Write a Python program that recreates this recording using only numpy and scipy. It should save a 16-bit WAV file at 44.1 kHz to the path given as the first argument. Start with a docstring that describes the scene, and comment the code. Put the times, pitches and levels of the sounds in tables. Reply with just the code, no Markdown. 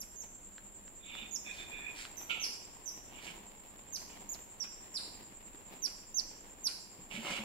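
"""Two pet otters crowd round a cat on a wooden stool in a tiled room, close to a phone.
Their short falling chirps are gliding whistles with overtones; a hoarse squeal is two whistles in air,
and rasping hisses are fluttering noise in a throat. Shaped noise rubs and brushes like fur and ticks
like claws; bumps and a scuffle ring the wooden stool.
A far insect's band of noise throbs high over the murmur of the room."""
import sys
import numpy as np
from scipy import signal
from scipy.fft import rfft, irfft
from scipy.io import wavfile
from scipy.ndimage import uniform_filter1d

SR = 44100
rng = np.random.default_rng(int(sys.argv[2]) if len(sys.argv) > 2 else 0)


def generate_wav(signal):
    """Clip the signal to [-1, 1] and save it as 16-bit WAV at the path in sys.argv[1]."""
    frames = np.transpose(np.atleast_2d(signal))
    scaled = np.clip(frames, -1, 1) * 32767
    pcm = np.round(scaled).astype(np.int16)
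    wavfile.write(sys.argv[1], SR, pcm)


N = 328104
T = np.arange(N) / SR

# Otter chirps: (time [s], length [s], start pitch [Hz], end pitch [Hz], upward arch [Hz], level [dB],
# swell from start to end [dB], left minus right [dB], relative overtones [dB],
# relative sound sent into the room [dB], relative mouth snap [dB])
CHIRPS = [(0.002, 0.021, 6700, 3680, 106, -41.5, -3, -5, 0, -9.5, -55),
          (0.159, 0.07, 6220, 5480, 650, -44.5, 1, -10, -15, -7, -75),
          (1.31, 0.055, 6450, 4890, 925.5, -36.5, 16, -35, -15, -7, -70),
          (2.168, 0.032, 6030, 5180, 293, -45.5, -3, -22, -2, 0, -48),
          (2.398, 0.05, 6220, 4100, 336, -39.5, 13, -6, -12, 2.5, -40.5),
          (2.857, 0.039, 6180, 4880, 152, -40, 3, -21, -12.5, -1.5, -60),
          (3.921, 0.045, 6680, 3610, 352, -37, 12.5, -8, -9, -4.5, -47),
          (4.289, 0.061, 6410, 3510, 1400, -39, -10, -7, -5, -12, -52),
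          (4.599, 0.036, 5990, 4430, 121, -35, 1.5, -34, -20, -6.5, -42),
          (4.941, 0.038, 5860, 3150, -130, -35.5, 6.5, -6.5, -8, -1.5, -43.5),
          (5.819, 0.046, 6440, 3930, 60, -30.5, 12, -12, -11.5, -10, -43),
          (6.142, 0.058, 6120, 4050, 644, -30.5, 12.5, -13.5, -17.5, -11.5, -50.5),
          (6.636, 0.041, 6680, 3450, -50, -31.5, 17, -7.5, -9, -7.5, -37)]


def undb(db):
    """Decibels to gain."""
    return 10 ** (np.asarray(db) / 20)


def unit(x):
    """Scale to an rms strength of 1."""
    return x / np.sqrt(np.mean(x ** 2))


def add(track, s, x):
    """Lay a sound into a track at time s."""
    i = max(int(s * SR), 0)
    track[..., i:i + x.shape[-1]] += x[..., :N - i]


def pan(x, db):
    """Place a sound by its left minus right level."""
    gains = undb(np.array([[db], [-db]]) / 2)
    return x * unit(gains)


def band(x, hz, width_hz):
    """A resonance lets through the sound near one pitch, with gain 1 at its centre."""
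    centre_hz = min(hz, .45 * SR)
    sharpness = hz / min(width_hz, .4 * SR)
    return signal.lfilter(*signal.iirpeak(centre_hz, sharpness, fs=SR), x)


def along(points):
    """Read a (Hz, value) table at every frequency bin, on a logarithmic pitch scale."""
    hz, value = np.transpose(points)
    bins_hz = np.arange(N // 2 + 1) * SR / N
    return np.interp(np.log(bins_hz + 1), np.log(hz), value)  # +1 avoids log(0)


def colour(x, points):
    """Shape a sound's spectrum with a (Hz, dB) table."""
    return irfft(rfft(x) * undb(along(points)), N)


def walk(rate):
    """Smooth chance with rms 1, heading for a new random value this many times a second."""
    k = max(int(SR / rate), 1)
    steps = np.repeat(rng.standard_normal(N // k + 1), k)[:N]
    return unit(uniform_filter1d(steps, k))


def envelope(s, rise_s, hold_s, fall_s):
    """A straight rise from time s, a hold, then a dying away."""
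    rise = np.clip((T - s) / rise_s, 0, 1)
    return rise * np.exp(-np.maximum(T - s - rise_s - hold_s, 0) / fall_s)


def together(envelopes):
    """The strength of unrelated sounds that overlap: their powers add."""
    return np.sqrt(sum(e ** 2 for e in envelopes))


def strikes(table, decay_s):
    """Short dying bursts of noise, one for each (time, dB) row."""
    out, t = np.zeros(N), T[:SR // 8]
    for s, db in table:
        burst = np.exp(-t / decay_s) * rng.standard_normal(len(t))
        add(out, s, undb(db) * burst)
    return out


def pair():
    """Noise at two microphones, as alike at each pitch as the likeness table says."""
    # How alike the two microphones are: (frequency [Hz], correlation of left and right)
    likeness_points = [(30, 0.64), (70, 0), (140, 0.78), (300, 0.78), (700, 0.18), (1400, 0)]
    likeness = np.clip(along(likeness_points), -1, 1)
    mid, side = rfft(rng.standard_normal((2, N)))
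    shared = mid * np.sqrt(1 + likeness)
    opposed = np.array([[1], [-1]]) * side * np.sqrt(1 - likeness)
    return irfft(shared + opposed, N)


def rubbing(grain_db=3, db=1):
    """Fur and paws catch and slip on wood and floor: light fidgeting, shoves, and a jerk after each chirp."""
    # Shoves along wood and floor: (time [s], hold [s], level before the overall gain db [dB])
    shove_rows = [(1.116, 0.13, -56.5), (1.457, 0.78, -60), (2.275, 0.26, -57), (3.106, 0.34, -59),
                  (3.99, 0.26, -60), (4.328, .01, -59), (4.99, 0.18, -58.5), (5.696, 0.024, -53),
                  (7.096, 0.32, -54.5)]
    # Tone of the rubbing: (frequency [Hz], relative level [dB])
    rub_colour = [(90, -14), (220, -0.5), (400, -2.5), (600, -6), (950, -1), (1400, -15.5), (1800, -10),
                  (2500, -9.5), (5000, -19.5), (9000, -24), (15000, -21.5)]
    restless_s = 1.1  # the otters grow restless from this time
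    calm_db, fidget_db = -69.5, -61  # before and after it, ahead of the overall gain
    fidget = undb(np.where(T < restless_s, calm_db, fidget_db))
    shoves = [undb(level_db) * envelope(s, rise_s=0.019, hold_s=hold_s, fall_s=0.057)
              for s, hold_s, level_db in shove_rows]
    # the body jerks at the end of every chirp
    jerks = [undb(-57.5) * envelope(s + length, rise_s=.012, hold_s=0, fall_s=0.014)
             for s, length, *_ in CHIRPS]
    slips = pair() * undb(grain_db * walk(400) + 1.32 * walk(30))
    effort = together([fidget, *shoves, *jerks])
    return unit(colour(slips, rub_colour)) * effort * undb(db)


def insect(throb_db=3, db=-56.0, whine_hz=7460, whine_db=-10):
    """A far insect's high buzz around a thin whine, smeared by distance, swells nearly ten times a second."""
    # The insect's band: (frequency [Hz], relative level [dB])
    buzz_colour = [(5500, -36), (6500, -33.5), (6950, -10), (7250, -7.5), (7460, -2), (7650, -7.5),
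                   (7850, -50), (8300, -64)]
    throb = np.cos(2 * np.pi * 9.574 * (T - .035))
    whine = unit(band(band(rng.standard_normal((2, N)), whine_hz, 90), whine_hz, 90))
    broad = unit(colour(rng.standard_normal((2, N)), buzz_colour))
    buzz = unit(broad + undb(whine_db) * whine)
    return pan(buzz * undb(db + throb_db * throb + .8 * walk(2)), -2)


def murmur(air_db=-59.5, hiss_db=-66.5, hum_db=-74):
    """Gently swaying air noise with a low drone of narrow noise, and the fine hiss of the microphones."""
    # Tone of the room's air: (frequency [Hz], relative level [dB])
    air_colour = [(12, -42), (20, 8), (132, -6.5), (163, -12), (198, 0), (245, -13.5), (290, -5),
                  (467, -11), (565, -8), (828, -14.5), (3080, -22), (4840, -34), (6000, -38), (7800, -38),
                  (13200, -120)]
    # Tone of the microphone hiss: (frequency [Hz], relative level [dB])
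    hiss_colour = [(1000, 8), (6000, -17), (11000, 5), (13500, -1), (15500, 1)]
    sway = undb(.8 * walk(6))
    air = unit(colour(pair() * sway, air_colour))
    stir = rng.standard_normal(N)
    low_drone = band(band(stir, 252, 35), 199, 60)
    high_drone = band(band(stir, 283, 22), 316, 35)
    drone = unit(low_drone + undb(-3.5) * high_drone)
    hiss = unit(colour(rng.standard_normal((2, N)), hiss_colour))
    return undb(air_db) * air + undb(hum_db) * drone + undb(hiss_db) * hiss


def chirps(jitter=0.0029, shimmer_db=2.5, onset_s=0.002, close_s=0.0025, third_db=-22):
    """A thin whistle bends, then plunges as the mouth closes; gives the sound ahead and that sent to the room."""
    plunge_share, plunge_power = .45, 10.8  # share of the fall in the last plunge; the rest slides evenly
    crest_db, harden_db = 3, 4  # the middle stands above the ends; overtones grow as the mouth closes
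    ahead_db, room_overtone_db = -1, 1.5  # the otters face away: overtones come more by way of the room
    ahead, around = np.zeros((2, N)), np.zeros((2, N))
    waver, flutter = walk(900), walk(500)
    for s, length, start_hz, end_hz, arch_hz, level_db, swell_db, pan_db, overtone_db, room_db, _ in CHIRPS:
        n, i = int(length * SR), max(int(s * SR), 0)
        u = np.linspace(0, 1, n)  # progress through the chirp
        arch = 1 - (2 * u - 1) ** 2
        fall = (1 - plunge_share) * u + plunge_share * u ** plunge_power
        hz = start_hz + (end_hz - start_hz) * fall + arch_hz * arch
        phase = 2 * np.pi * np.cumsum(hz * (1 + jitter * waver[i:i + n])) / SR
        db = level_db + swell_db * (u - .5) + crest_db * (arch - 1)
        gate = np.clip(u * length / onset_s, 0, 1) * np.clip((1 - u) * length / close_s, 0, 1)
        effort = gate * undb(db + shimmer_db * flutter[i:i + n])
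        # the third harmonic sounds only where it fits below half the sample rate
        third = undb(third_db) * (3 * hz < SR / 2) * np.sin(3 * phase)
        hardness = undb(overtone_db + harden_db * (u - 1.5))
        overtones = hardness * (np.sin(2 * phase) + third)
        beamed = np.sin(phase) + overtones * undb(ahead_db)
        spread = np.sin(phase) + overtones * undb(room_overtone_db)
        add(ahead, s, pan(beamed * effort, pan_db))
        add(around, s, pan(spread * effort * undb(room_db), -3))
    return ahead, around


def bumps(db=-5, contact_s=0.00432):
    """Soft bodies push the stool, which answers with its low modes."""
    # Bodies bump the stool: (time [s], level before the overall gain db [dB])
    bump_rows = [(0.023, -64), (1.218, -50), (3.309, -52), (4.029, -56), (4.207, -55), (6.995, -44.5),
                 (7.147, -40.5), (7.18, -37.5), (7.311, -39.5), (7.399, -38.5)]
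    # The stool rings, its pitches varying a little each time:
    # (middle pitch [Hz], time to fall 60 dB [s], relative level [dB])
    stool_modes = [(141, 0.07, -2), (198.6, 0.11, 7), (267, 0.037, 3.5), (556, 0.11, -3)]
    out, t = np.zeros(N), T[:SR // 3]
    for s, level_db in bump_rows:
        ring = np.zeros(len(t))
        for hz, t60, gain_db in stool_modes:
            mode_hz = hz * (1 + 0.083 * rng.standard_normal())
            ring += undb(gain_db - 60 * t / t60) * np.sin(2 * np.pi * mode_hz * t)
        soft_start = 1 - np.exp(-t / contact_s)
        add(out, s - contact_s, undb(level_db + db) * ring * soft_start)
    return pan(out, 0)


def snaps(db=6, ring_s=0.019):
    """A small wet puff rings the mouth as it shuts after each chirp."""
    lag_s = .003  # from the chirp's end to the snap
    rows = [(s + length + lag_s, snap_db) for s, length, *_, snap_db in CHIRPS]
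    puff = strikes(rows, decay_s=ring_s)
    low = band(band(puff, 1490, 270), 1260, 2000)
    high = band(band(puff, 2400, 480), 3100, 1700)
    return pan(undb(db) * (low + undb(1.5) * high), -1)


def claws(db=4):
    """Dry ticks with hardly any ring: very short noise through broad resonances."""
    # Claws on wood and tile: (time [s], level before the filters and the gain db [dB])
    tick_rows = [(0.581, -34), (0.879, -42.5), (1.151, -33), (2.052, -33)]
    tick = strikes(tick_rows, decay_s=0.0013)
    low = band(band(tick, 1840, 1300), 1400, 1400)
    high = band(band(tick, 2300, 2100), 2500, 3000)
    return pan(undb(db) * (low + undb(-3.5) * high), -2.0)


def squeal(hollow_hz=1720, hollow_db=-13):
    """Two unsteady whistles in a tight throat, each wrapped in driving air; the mouth rings below them."""
    # Pushes of the squeal: (time [s], rise [s], hold [s], lower whistle [dB], upper whistle [dB])
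    pushes = [(0.99, .17, 0.082, -57, -52.5), (1.445, .025, 0.042, -46.5, -56),
              (1.576, 0.016, 0.036, -48, -51), (1.681, 0.065, 0.046, -47.5, -57),
              (1.796, .015, 0.076, -46, -63)]
    whistle_hz, sag_hz_per_s = (2436, 3590), (9.96, 98)  # lower and upper at the first push; how they sink
    wander, rough_db, air_db, fall_s = .005, 2.5, -9, .033
    efforts = together(undb(whistles_db)[:, None] * envelope(s, rise_s, hold_s, fall_s)
                       for s, rise_s, hold_s, *whistles_db in pushes)
    mouth = unit(band(band(rng.standard_normal(N), hollow_hz, 450), hollow_hz, 700))
    out = efforts[0] * undb(hollow_db) * mouth  # follows the lower whistle
    for first_hz, sag, effort in zip(whistle_hz, sag_hz_per_s, efforts):
        hz = first_hz - sag * (T - pushes[0][0])
        unsteady_hz = hz * (1 + wander * walk(45) + 3 * wander * walk(700))
        phase = 2 * np.pi * np.cumsum(unsteady_hz) / SR
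        air = walk(600) * np.sin(phase) + walk(600) * np.cos(phase)  # noise close round the whistle
        whistle = unit(np.sin(phase) + undb(air_db) * air)
        out = out + whistle * effort * undb(rough_db * walk(100))
    return pan(out, -8)


def hisses(rasp_hz=127, rasp_db=5):
    """Air, chopped by a loose flutter, rushes through the throat resonances."""
    # Rasping hisses: (time [s], rise [s], hold [s], fall [s], level [dB])
    hiss_rows = [(1.02, 0.11, 0.1, 0.038, -52), (2.293, 0.0057, 0.018, 0.078, -37),
                 (3.1, 0.054, 0.17, .025, -56.5), (4.088, 0.014, 0.021, 0.04, -60),
                 (7.103, 0.0068, 0.027, 0.21, -49.5), (7.245, 0.032, 0.12, 0.022, -47)]
    # Throat resonances: (frequency [Hz], width before widening [Hz], relative level [dB])
    throat = [(1350, 120, -3), (2310, 275, 4.5), (2833, 450, 5), (3420, 570, -3.5), (4540, 1600, -20)]
    effort = sum(undb(level_db) * envelope(*timing) for *timing, level_db in hiss_rows)
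    flap = np.sin(2 * np.pi * np.cumsum(rasp_hz * (1 + 0.16 * walk(60))) / SR)
    air = rng.standard_normal(N) * undb(rasp_db * flap + 2 * walk(60))
    voice = np.zeros(N)
    for k, (hz, width_hz, gain_db) in enumerate(throat):
        wide_hz = 1.2 * width_hz
        resonance = band(band(air, hz, wide_hz), hz, wide_hz)
        voice += (-1) ** k * undb(gain_db) * resonance  # neighbours have opposite signs
    return pan(effort * unit(voice), -13)


def brushes(grain_db=3):
    """Hairs flick over an edge: a soft, bright swell of grainy noise."""
    # Fur brushes along the wood: (time [s], length [s], level [dB])
    brush_rows = [(1.478, 0.2, -55), (1.934, 0.15, -48.5), (3.19, 0.16, -53.5), (7.09, 0.12, -52),
                  (7.19, 0.24, -47)]
    # Tone of the brushing: (frequency [Hz], relative level [dB])
    brush_colour = [(500, -38), (1500, 1.5), (2600, 4), (4500, -1), (9000, -4.5), (12000, -17.5),
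                    (16000, -17)]
    swell = sum(undb(db) * np.sin(np.pi * np.clip((T - s) / length, 0, 1)) for s, length, db in brush_rows)
    flicks = rng.standard_normal(N) * undb(grain_db * walk(500))
    return pan(swell * unit(colour(flicks, brush_colour)), -5)


def scuffle(slips_per_s=700):
    """Uneven slips of claws and fur ring the wooden panels."""
    # The cat twists free and scuffs the stool: (time [s], hold [s], level [dB])
    scuffs = [(7.225, .005, -43.5), (7.258, 0.033, -40.5), (7.325, 0.043, -46.5)]
    # Panels of the stool under a scuff: (frequency [Hz], width of the first filter [Hz], relative level [dB])
    panels = [(286, 200, 0), (578, 75, 3.5), (734, 160, 1), (947, 300, -2), (1260, 61, -8), (2163, 103, 5)]
    force = together(undb(level_db) * envelope(s, rise_s=0.0093, hold_s=hold_s, fall_s=0.033)
                     for s, hold_s, level_db in scuffs)
    slips = (rng.random(N) < slips_per_s / SR) * rng.standard_normal(N)
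    wood = sum(undb(gain_db) * band(band(slips, hz, width_hz), hz, 4 * width_hz)
               for hz, width_hz, gain_db in panels)
    return pan(unit(wood) * force, 1.6)


def reflections(x, db, decay_s, echo_db):
    """Floor and stool scatter the sound at once and a wall answers; the left microphone is reached first."""
    t = T[:SR // 12]
    sparse = rng.standard_normal((2, len(t))) * (rng.random((2, len(t))) < .05)
    scatter = sparse * np.exp(-t / decay_s) * (t > .002)
    response = undb(db) * scatter / np.sqrt(np.sum(scatter ** 2, axis=1, keepdims=True))
    response[:, int(.0079 * SR)] += undb(echo_db)  # the wall
    response[0, 0] = response[1, 11] = 1  # direct sound, 11 samples later on the right
    return signal.fftconvolve(x, response, axes=1)[:, :N]


def reverb(x, db, t60_s):
    """The tiled room rings on as dying noise, different at each microphone."""
    t = T[:SR]
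    fade_in = np.clip((t - .004) / 0.002, 0, 1)
    tail = rng.standard_normal((2, SR)) * undb(-60 * t / t60_s) * fade_in
    response = undb(db) * tail / np.sqrt(np.sum(tail[0] ** 2))
    return signal.fftconvolve(x, response, axes=1)[:, :N]


def scene():
    """Animals and stool in the room, over the insect and the air."""
    ahead, around = chirps()
    calls = reflections(ahead, db=-9, decay_s=.011, echo_db=-18)
    calls = calls + reverb(around, db=2, t60_s=0.61)
    rasps = squeal() + hisses() + snaps() + brushes()
    rasps_mono = rasps.mean(axis=0, keepdims=True)
    rasps = reflections(rasps, db=-7, decay_s=.012, echo_db=-6)
    rasps = rasps + reverb(rasps_mono, db=-5, t60_s=.55)
    knocks = claws() + bumps() + scuffle()
    knocks = knocks + reverb(knocks, db=-8.0, t60_s=0.1)
    return calls + rasps + knocks + rubbing() + insect() + murmur()


def record(dry):
    """The phone cuts the top: a low-pass filter removes the highest treble."""
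    top_hz = 15750
    low_pass = signal.firwin(401, top_hz, fs=SR, window="blackman")
    return signal.fftconvolve(dry, low_pass[None], mode="same", axes=1)


dry = scene()
out = record(dry)
generate_wav(out)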